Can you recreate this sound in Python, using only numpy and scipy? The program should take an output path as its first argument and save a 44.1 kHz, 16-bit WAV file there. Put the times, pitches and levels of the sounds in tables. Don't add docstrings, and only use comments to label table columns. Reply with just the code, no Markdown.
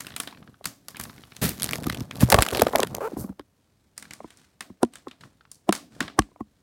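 import sys
import numpy as np
from scipy import signal
from scipy.fft import rfft, irfft, next_fast_len
from scipy.io import wavfile
from scipy.ndimage import uniform_filter1d

SR = 44100
rng = np.random.default_rng(int(sys.argv[2]) if len(sys.argv) > 2 else 0)


def wrap_up_sound(samples):
    columns = np.atleast_2d(samples).T
    tamed = np.clip(columns, -1, 1)
    steps = np.round(tamed * 32767).astype(np.int16)
    wavfile.write(sys.argv[1], SR, steps)


N = 291942

# frequency in Hz, relative level in dB.
CRACK = [(2500, -26), (4500, 0), (8500, 0), (12000, -1), (15500, -6), (17000, -9.5)]
FLEX = [(70, -14.5), (230, 5.5), (480, -2.5), (900, -1), (1700, 1.5), (2600, -2), (3800, -2), (5500, -10.5),
        (9000, -48)]
RUMBLE = [(20, -38.5), (35, -16), (60, -3), (120, 3), (220, 1.5), (380, -10), (700, -14), (1500, -25.5),
          (4000, -60.5)]
DULL = [(150, -22.5), (350, 2), (600, 5), (1200, -6), (1700, -14.5), (3000, -28.5)]


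def amp(db):
    return 10 ** (np.asarray(db) / 20)


def unit(x):
    return x / np.sqrt(np.mean(x ** 2) + 1e-20)


def along(points, hz):
    f, v = np.transpose(points)
    return np.interp(np.log(hz + 1), np.log(f), v)


def curves(rows):
    s, *cols = np.transpose(rows)
    return [np.interp(np.arange(N) / SR, s, c, left=-120, right=-120) for c in cols]


def add(track, s, sound):
    start = max(0, round(s * SR))
    part = sound[:max(0, N - start)]
    track[start:start + len(part)] += part


def coloured(x, spectrum):
    size = 2 * next_fast_len(len(x) // 2 + 1024)
    cepstrum = irfft(np.log(amp(along(spectrum, np.fft.rfftfreq(size, 1 / SR)))))
    cepstrum[1:size // 2] *= 2
    cepstrum[size // 2 + 1:] = 0
    return irfft(rfft(x, size) * np.exp(rfft(cepstrum)))[:len(x)]


def struck(x, span):
    return x / np.sqrt(np.sum(x ** 2) / (span * SR) + 1e-20)


def grains(rate, spread_db, t60, smooth):
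    sizes = amp(spread_db * np.minimum(rng.exponential(size=N), 3))
    bursts = sizes * (rng.random(N) < rate / SR)
    power = signal.lfilter([1], [1, -amp(-120 / (t60 * SR))], bursts ** 2)
    return unit(np.sqrt(power / power.mean() + smooth ** 2) * rng.standard_normal(N))


def room_air():
    # frequency in Hz, relative level in dB.
    colour = [(25, -15.5), (60, 0), (120, -0.5), (500, -13.5), (2000, -27.5), (8000, -30.5), (16000, -34.5)]
    return amp(-67.5) * unit(coloured(rng.standard_normal(N), colour))


def room(x):
    # frequency in Hz, t60 in seconds.
    decay = [(200, 0.65), (1000, 0.22), (5000, 0.3), (10000, 0.24), (16000, 0.3)]
    hollow_hz = [290, 690, 1100]
    hz, t, noise = signal.stft(rng.standard_normal(SR // 3), SR, nperseg=256)
    tail = signal.istft(noise * amp(-60 * t / along(decay, hz)[:, None]), SR, nperseg=256)[1]
    tail *= 1 - np.exp(-np.arange(len(tail)) / SR / 0.00071)
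    tail += 1.5 * sum(signal.lfilter(*signal.iirpeak(f, 9, fs=SR), tail) for f in hollow_hz)
    return signal.fftconvolve(x, tail / np.linalg.norm(tail))


def movement():
    # time in seconds, foil movement and drag on the case in relative dB.
    handling = [(0.0, -44.5, -57), (0.13, -60, -54), (0.31, -63.5, -60.5), (0.45, -72, -53),
                (0.69, -80, -89), (1.0, -60, -49.5), (1.07, -56, -51.5), (1.35, -60, -66.5),
                (1.43, -61.5, -48), (1.57, -53.5, -56), (1.63, -40, -41), (1.86, -45, -40),
                (1.99, -47, -37), (2.08, -67, -52), (2.17, -48.5, -42.5), (2.42, -30, -41.5),
                (2.46, -39.5, -55), (2.57, -34, -42.5), (2.73, -48.5, -47), (2.84, -46, -42),
                (2.94, -63, -45), (3.13, -57.5, -60), (3.35, -83.5, -85)]
    # start and length in seconds, foil movement and drag in relative dB.
    stirs = [(3.96, 0.23, -66, -63), (4.216, 0.24, -67.5, -82.5), (4.922, 0.03877, -60, -70),
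             (5.196, 0.06, -63.5, -54.5), (5.905, 0.17, -63, -52.5)]
    rest_db, attack_s, t60 = -78, .025, 0.22
    level, t = amp(curves(handling)) + amp(rest_db), np.arange(N) / SR
    for s, length, foil_db, drag_db in stirs:
        stir = np.clip((t - s) / attack_s, 0, 1) * amp(-60 * np.maximum(t - s - length, 0) / t60)
        level += amp([[foil_db], [drag_db]]) * stir
    return 20 * np.log10(level)


def rustle(foil_db, hiss_db, body_db, wet_db):
    fine = grains(rate=1000, spread_db=8.0, t60=0.019, smooth=0.83)
    coarse = grains(rate=200, spread_db=4.2, t60=.004, smooth=.18)
    pressure = np.clip((foil_db + 62) / 12, 0, 1)
    crinkle = np.sqrt(1 - pressure) * fine + np.sqrt(pressure) * coarse
    hiss = amp(hiss_db) * unit(coloured(crinkle, CRACK))
    body = amp(body_db) * unit(coloured(crinkle, FLEX))
    foil = amp(foil_db) * (hiss + body)
    return foil + amp(wet_db) * room(foil)[:N]


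def hand(drag_db, rumble_gain_db, scuff_gain_db):
    # time in seconds, relative level in dB.
    scuffing = [(2.15, -61), (2.26, -42), (2.32, -28), (2.396, -30.5), (2.462, -39.5), (2.56, -31.5),
                (2.69, -43), (2.765, -31), (2.83, -42), (2.88, -62), (2.95, -38.5), (3.19, -59.5),
                (3.33, -58)]
    heavy = grains(rate=160, spread_db=3, t60=.014, smooth=.6)
    light = grains(rate=160, spread_db=4, t60=.008, smooth=.25)
    rumble = amp(drag_db + rumble_gain_db) * unit(coloured(heavy, RUMBLE))
    scuff = amp(curves(scuffing)[0] + scuff_gain_db) * unit(coloured(light, DULL))
    return rumble + scuff


def facet(x, hz, gain):
    b, a = signal.iirpeak(np.clip(hz, 500, SR / 3), 2.5, fs=SR)
    return x + gain * signal.lfilter(b, a, x)


def creases(rows, crack_t60, flex_t60, span, lead_db, follow_s, follow_db, wet_db):
    out, t = np.zeros(N), np.arange(SR // 14) / SR
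    lead_s = .006
    for s, db, flex_db, hz in rows:
        crack_noise, flex_noise = rng.standard_normal((2, len(t)))
        crack_hz = 9000 * np.exp(.35 * rng.standard_normal())
        starts = lead_s + np.array([0, -lead_s / 2, follow_s, follow_s]) * rng.random(4)
        since = np.maximum(t - starts[:, None], 0)
        onsets = amp([[0], [lead_db], [follow_db], [follow_db]]) * (1 - np.exp(-since / 0.00039))
        envelope = lambda t60: np.linalg.norm(onsets * amp(-60 * since / t60), axis=0)
        crack = lambda x: amp(db) * struck(facet(coloured(x, CRACK), crack_hz, gain=0.71), span)
        flex = lambda x, gain: amp(db + flex_db) * struck(facet(coloured(x, FLEX), hz, gain), span)
        add(out, s - lead_s, crack(crack_noise * envelope(crack_t60)))
        add(out, s - lead_s, flex(flex_noise * envelope(flex_t60), gain=1.3))
        click = signal.unit_impulse(len(t))
        add(out, s, amp(wet_db) * (room(crack(click)) + room(flex(click, gain=0.21))))
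    return out


def snaps():
    # start in seconds, crack in dB, flex in dB against the crack, facet pitch in Hz.
    folds = [(0.0059, -35.5, -3, 1960), (0.0675, -41.5, 3.5, 2970), (0.1632, -32, -1.5, 2800),
             (0.2007, -27.5, -2, 1480), (0.2737, -45, 10.5, 3930), (0.6425, -45.5, 5.5, 4400),
             (0.6559, -26, -4, 1620), (0.8834, -36.5, -5, 1090), (0.9683, -43, 1.5, 2600),
             (0.9978, -34, -2, 1800), (1.0112, -36, -5, 2420), (1.0373, -36.5, -12, 2600),
             (1.3652, -43, -1.5, 3540), (3.9784, -37, -12, 1930), (4.0252, -46, -1, 2120),
             (4.108, -47, 3, 2000), (4.1348, -42.5, -7, 2060), (4.3047, -56, 1, 3000),
             (4.372, -56.5, -17.5, 2964), (4.607, -38.5, 0, 2080), (4.936, -52.5, -2, 3180),
             (4.9554, -46, -1.5, 3210), (5.0827, -58, 5.5, 4300), (5.1118, -60, 11.5, 3400),
             (5.2089, -59, 4.5, 4670), (5.5158, -41.5, -19, 4000), (5.7251, -25, -2, 1050),
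             (5.7517, -37.5, -13, 1600), (6.0051, -33, 7, 1620), (6.0797, -57.5, 17.5, 1180)]
    return creases(folds, crack_t60=.012, flex_t60=.024, span=.0079,
                   lead_db=-16, follow_s=.04, follow_db=-17, wet_db=-9)


def chip_ticks(t60, span, wet_db):
    # start in seconds, level in dB, pitch in Hz.
    ticks = [(0.047, -45, 1430), (0.083, -49, 1450), (0.105, -45, 1190), (0.121, -46.5, 2230),
             (0.14, -47, 3380), (0.326, -44.5, 1050), (0.348, -53, 2440), (0.373, -51, 1190),
             (0.427, -51.5, 1430), (0.4752, -50.5, 1530), (0.542, -55, 1310), (0.946, -43.5, 1650),
             (0.959, -44, 2070), (1.005, -44, 1440), (1.053, -42, 1070), (1.096, -43.5, 1220),
             (1.18, -48.5, 1460), (1.2363, -46.5, 3700), (1.3203, -46.5, 2430), (4.053, -52.5, 1910),
             (5.236, -48.5, 1215), (5.4087, -57, 1284), (5.452, -59.5, 1180)]
    out, t = np.zeros(N), np.arange(SR // 20) / SR
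    for s, db, hz in ticks:
        tick = coloured(rng.standard_normal(len(t)) * amp(-60 * t / t60), FLEX)
        add(out, s, amp(db) * struck(facet(tick, hz, gain=1.8), span))
    return out + amp(wet_db) * room(out)[:N]


def ring(modes, t, detune, attack, span):
    hz, db, t60 = np.transpose(modes)[:, :, None]
    pitch_shift, level_shift = rng.standard_normal((2, len(modes), 1))
    sign = (-1) ** np.arange(len(modes))[:, None]
    phase = 2 * np.pi * hz * np.exp(detune * pitch_shift) * t + rng.uniform(0, np.pi, hz.shape)
    waves = sign * amp(db + 2 * level_shift - 60 * t / t60) * np.sin(phase)
    return struck(waves.sum(0) * (1 - np.exp(-t / attack)), span)


def knocks(wet_db):
    # start in seconds, knock in dB, pitch in Hz (firmer is higher),
    # thud and clack in dB against the knock.
    blows = [(0.61, -52, 604, -12, -6), (0.656, -39.5, 160, -6, -27), (1.419, -43, 248, 15, -24),
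             (1.867, -25.5, 259, -5.5, -7), (2.008, -32, 245, 2.5, -23), (2.226, -12.5, 191, -2.5, -16),
             (2.3242, -17, 820, -10, -12), (2.3431, -17, 610, 1, 0), (2.3861, -23, 610, 8, 5.5),
             (2.5267, -30, 505, -1, -2), (2.5938, -24, 383, -22, -8), (2.6191, -14, 642, -14, -15),
             (2.6669, -24, 525, -18, -1.5), (2.735, -31, 650, -27, 3.5), (2.7518, -20.5, 628, -18, 1),
             (2.7941, -22.5, 563, -41, -3.5), (2.8326, -25, 424, -38, -2.5), (3.1185, -41, 450, -26, -26),
             (3.1317, -35, 267, -23, -38), (3.1678, -31.5, 287, -10, -7.5), (3.186, -35.5, 292, -19, -29),
             (3.242, -31.5, 271, -18, -14), (3.2938, -33, 267, -9.5, -26), (3.3954, -41, 400, -12, -4),
             (4.2039, -45.5, 579, -22, 2), (4.2439, -41.5, 332, -9.5, -1), (4.7, -43, 257.4, -6.5, -11.5),
             (4.8305, -16.5, 342, -27, -1.5), (5.0703, -38.5, 363, -27.5, 0),
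             (5.6909, -18.5, 292.6, -28.5, 1), (6.0105, -31, 259.5, -43, -20.5),
             (6.1884, -18.5, 318, -3, 3.5), (6.288, -66, 664, -7.5, -8), (6.3157, -62, 527, -2.5, 0.5),
             (6.3599, -62.5, 627, -11.5, 10), (6.407, -32.5, 293, -8.5, -3.5)]
    # multiple of its pitch, relative dB, t60 in cycles of that pitch.
    bounce = [(0.7, -12.5, 28), (1, 1, 10), (1.35, -6, 8.5), (1.901, -6.5, 2)]
    # frequency in Hz, relative level in dB, t60 in seconds.
    thud_modes = [(68, -6, 0.085), (117, 1, 0.046)]
    clack_modes = [(723, 3.5, 0.017), (1083, 0.5, 0.028), (1270, -10.5, 0.024), (2010, -5, 0.0085)]
    rebound_modes = [(223, 2.5, 0.037), (287, 0, 0.039)]
    out, t = np.zeros(N), np.arange(SR // 6) / SR
    lead_s = .03
    for s, db, hz, thud_db, clack_db in blows:
        knock_modes = [(multiple * hz, level, cycles / hz) for multiple, level, cycles in bounce]
        knock = ring(knock_modes, t, detune=0.04, attack=0.7 / hz, span=0.023)
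        thud = amp(thud_db) * ring(thud_modes, t, detune=.13, attack=.004, span=.014)
        clack = amp(clack_db) * ring(clack_modes, t, detune=0.065, attack=0.00088, span=0.0089)
        add(out, s, amp(db) * (thud + knock + clack))
        rebound = ring(rebound_modes, t, detune=0.033, attack=0.0066, span=0.075)
        add(out, s + .006, amp(db - 17.5) * rebound)
        swell = unit(coloured(rng.standard_normal(len(t)), DULL)) * amp(-60 * abs(t - lead_s) / 0.039)
        add(out, s - lead_s, amp(db - 11) * swell)
    return out + amp(wet_db) * room(out)[:N]


def swishes():
    # start in seconds, sizzle in dB, flex and rumble in dB against it,
    # rise and t60 in seconds.
    sweeps = [(1.414, -24.5, -0.5, 4, 0.0088, 0.29), (2.195, -30, -2, 1, 0.018, 0.071),
              (3.167, -41, -48, 8, 0.024, 0.17)]
    # frequency in Hz, relative level in dB.
    sizzle_colour = [(2500, -31), (4500, -11), (7500, -9.5), (9500, -7.5), (14500, -6.5), (17000, -19.5)]
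    out, t = np.zeros(N), np.arange(SR // 2) / SR
    shower = grains(rate=900, spread_db=3.5, t60=.002, smooth=1)
    sizzle, flex, rumble = (unit(coloured(shower, colour)) for colour in (sizzle_colour, FLEX, RUMBLE))
    for s, db, flex_db, rumble_db, rise, t60 in sweeps:
        sweep = np.zeros(N)
        add(sweep, s, amp(db - 60 * np.maximum(t - 2 * rise, 0) / t60) * (1 - np.exp(-t / rise)))
        out += sweep * (sizzle + amp(flex_db) * flex + amp(rumble_db) * rumble)
    return out


def crackles():
    # start in seconds, crack in dB, its duller body in dB against it, body pitch in Hz.
    cracks = [(1.4922, -23.5, -11, 3000), (1.5985, -33.5, -2.5, 3500), (1.6214, -23.5, -5.5, 3000),
              (1.6311, -20, -11, 4500), (1.6425, -21, -7, 4500), (1.661, -33, -4, 3000),
              (1.6902, -34.5, 6.5, 2500), (1.71, -28.5, -2.5, 2210), (1.7328, -29.5, 9, 2070),
              (1.7389, -46, 6, 2800), (1.7565, -31, 1, 2000), (1.841, -39.5, 6, 4500),
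              (1.868, -31, -2.5, 900), (1.8985, -30.5, 9, 2000), (1.929, -45, 8, 3000),
              (1.9462, -37.5, 5.5, 2800), (1.972, -46, 7.5, 3500), (2.0058, -36.5, -4.5, 3000),
              (2.1107, -42, 12, 2300), (2.156, -42.5, 1.5, 3550), (2.207, -28.5, 0, 2200),
              (2.3017, -16, -8.5, 2000), (2.3197, -16.5, 0.5, 1500), (2.3245, -17.5, 5.5, 1900),
              (2.3435, -17, 6, 1150), (2.3875, -25.5, 8.5, 900), (2.4223, -14, 0, 2500),
              (2.4279, -23.5, 2, 3800), (2.464, -31.5, 8.5, 1700), (2.4862, -29.5, 5.5, 3000),
              (2.5483, -34, 12, 4000), (2.5715, -28, 4.5, 4000), (2.5952, -30.5, 7, 2900),
              (2.6195, -16, -1.5, 1700), (2.668, -39.5, 14, 1600), (2.7575, -21, 3, 1500),
              (2.784, -28.5, -6, 1200), (2.8026, -23.5, -1.5, 4000), (2.8315, -24, 6, 1100),
              (2.871, -39, 2, 1500), (2.9492, -26, -9, 2000), (3.3949, -54.5, 16, 1100),
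              (4.8305, -27.5, -1.5, 1200), (5.6916, -33.5, 7, 1000), (6.1912, -19, 0, 1696),
              (6.2207, -54, 10.5, 1500)]
    return creases(cracks, crack_t60=.005, flex_t60=.01, span=.0033,
                   lead_db=-22, follow_s=.02, follow_db=-20, wet_db=-29)


def squeak():
    # time in seconds, slip rate in Hz, level in dB.
    slide = [(3.005, 542, -28), (3.022, 548, -33), (3.032, 398, -30), (3.055, 437, -26.5),
             (3.068, 470, -32), (3.078, 508, -27.5), (3.088, 470, -78)]
    # frequency in Hz, relative level in dB.
    finger_colour = [(200, -19), (440, -3), (900, -9.5), (1400, -11.5), (1900, -29), (2400, -27),
                     (3500, -41), (9000, -40)]
    hz, db = curves(slide)
    unsteady = 1 + .08 * unit(uniform_filter1d(rng.standard_normal(N), size=100))
    cycles = np.cumsum(np.maximum(hz, 0) * unsteady) / SR
    slips = np.diff(np.floor(cycles), prepend=0)
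    tone = coloured(slips, finger_colour)
    return amp(db) * tone / np.std(tone[hz > 0])


def off_axis(bag, from_s):
    # frequency in Hz, gain in dB.
    side_colour = [(2000, 4), (9000, 3), (12000, -5.5), (16000, -3)]
    return np.where(np.arange(N) < from_s * SR, bag, coloured(bag, side_colour))


def scene():
    foil_db, drag_db = movement()
    bag = snaps() + crackles() + chip_ticks(t60=.02, span=.0079, wet_db=-13)
    bag += rustle(foil_db, hiss_db=-4.5, body_db=-3.5, wet_db=-13) + swishes()
    case = knocks(wet_db=-39.5) + hand(drag_db, rumble_gain_db=3.5, scuff_gain_db=3.0) + squeak()
    return (off_axis(bag, from_s=3.6) + case + room_air())[None]


def record(dry):
    low_hz, top_hz, overload = 40, 16300, .85
    lean = signal.sosfilt(signal.butter(3, low_hz, "highpass", fs=SR, output="sos"), dry)
    clipped = np.clip(lean, -overload, overload)
    size = next_fast_len(N + SR // 2)
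    hz = np.fft.rfftfreq(size, 1 / SR)
    return irfft(rfft(clipped, size) / np.sqrt(1 + (hz / top_hz) ** 200), size)[..., :N]


dry = scene()
out = record(dry)
wrap_up_sound(out)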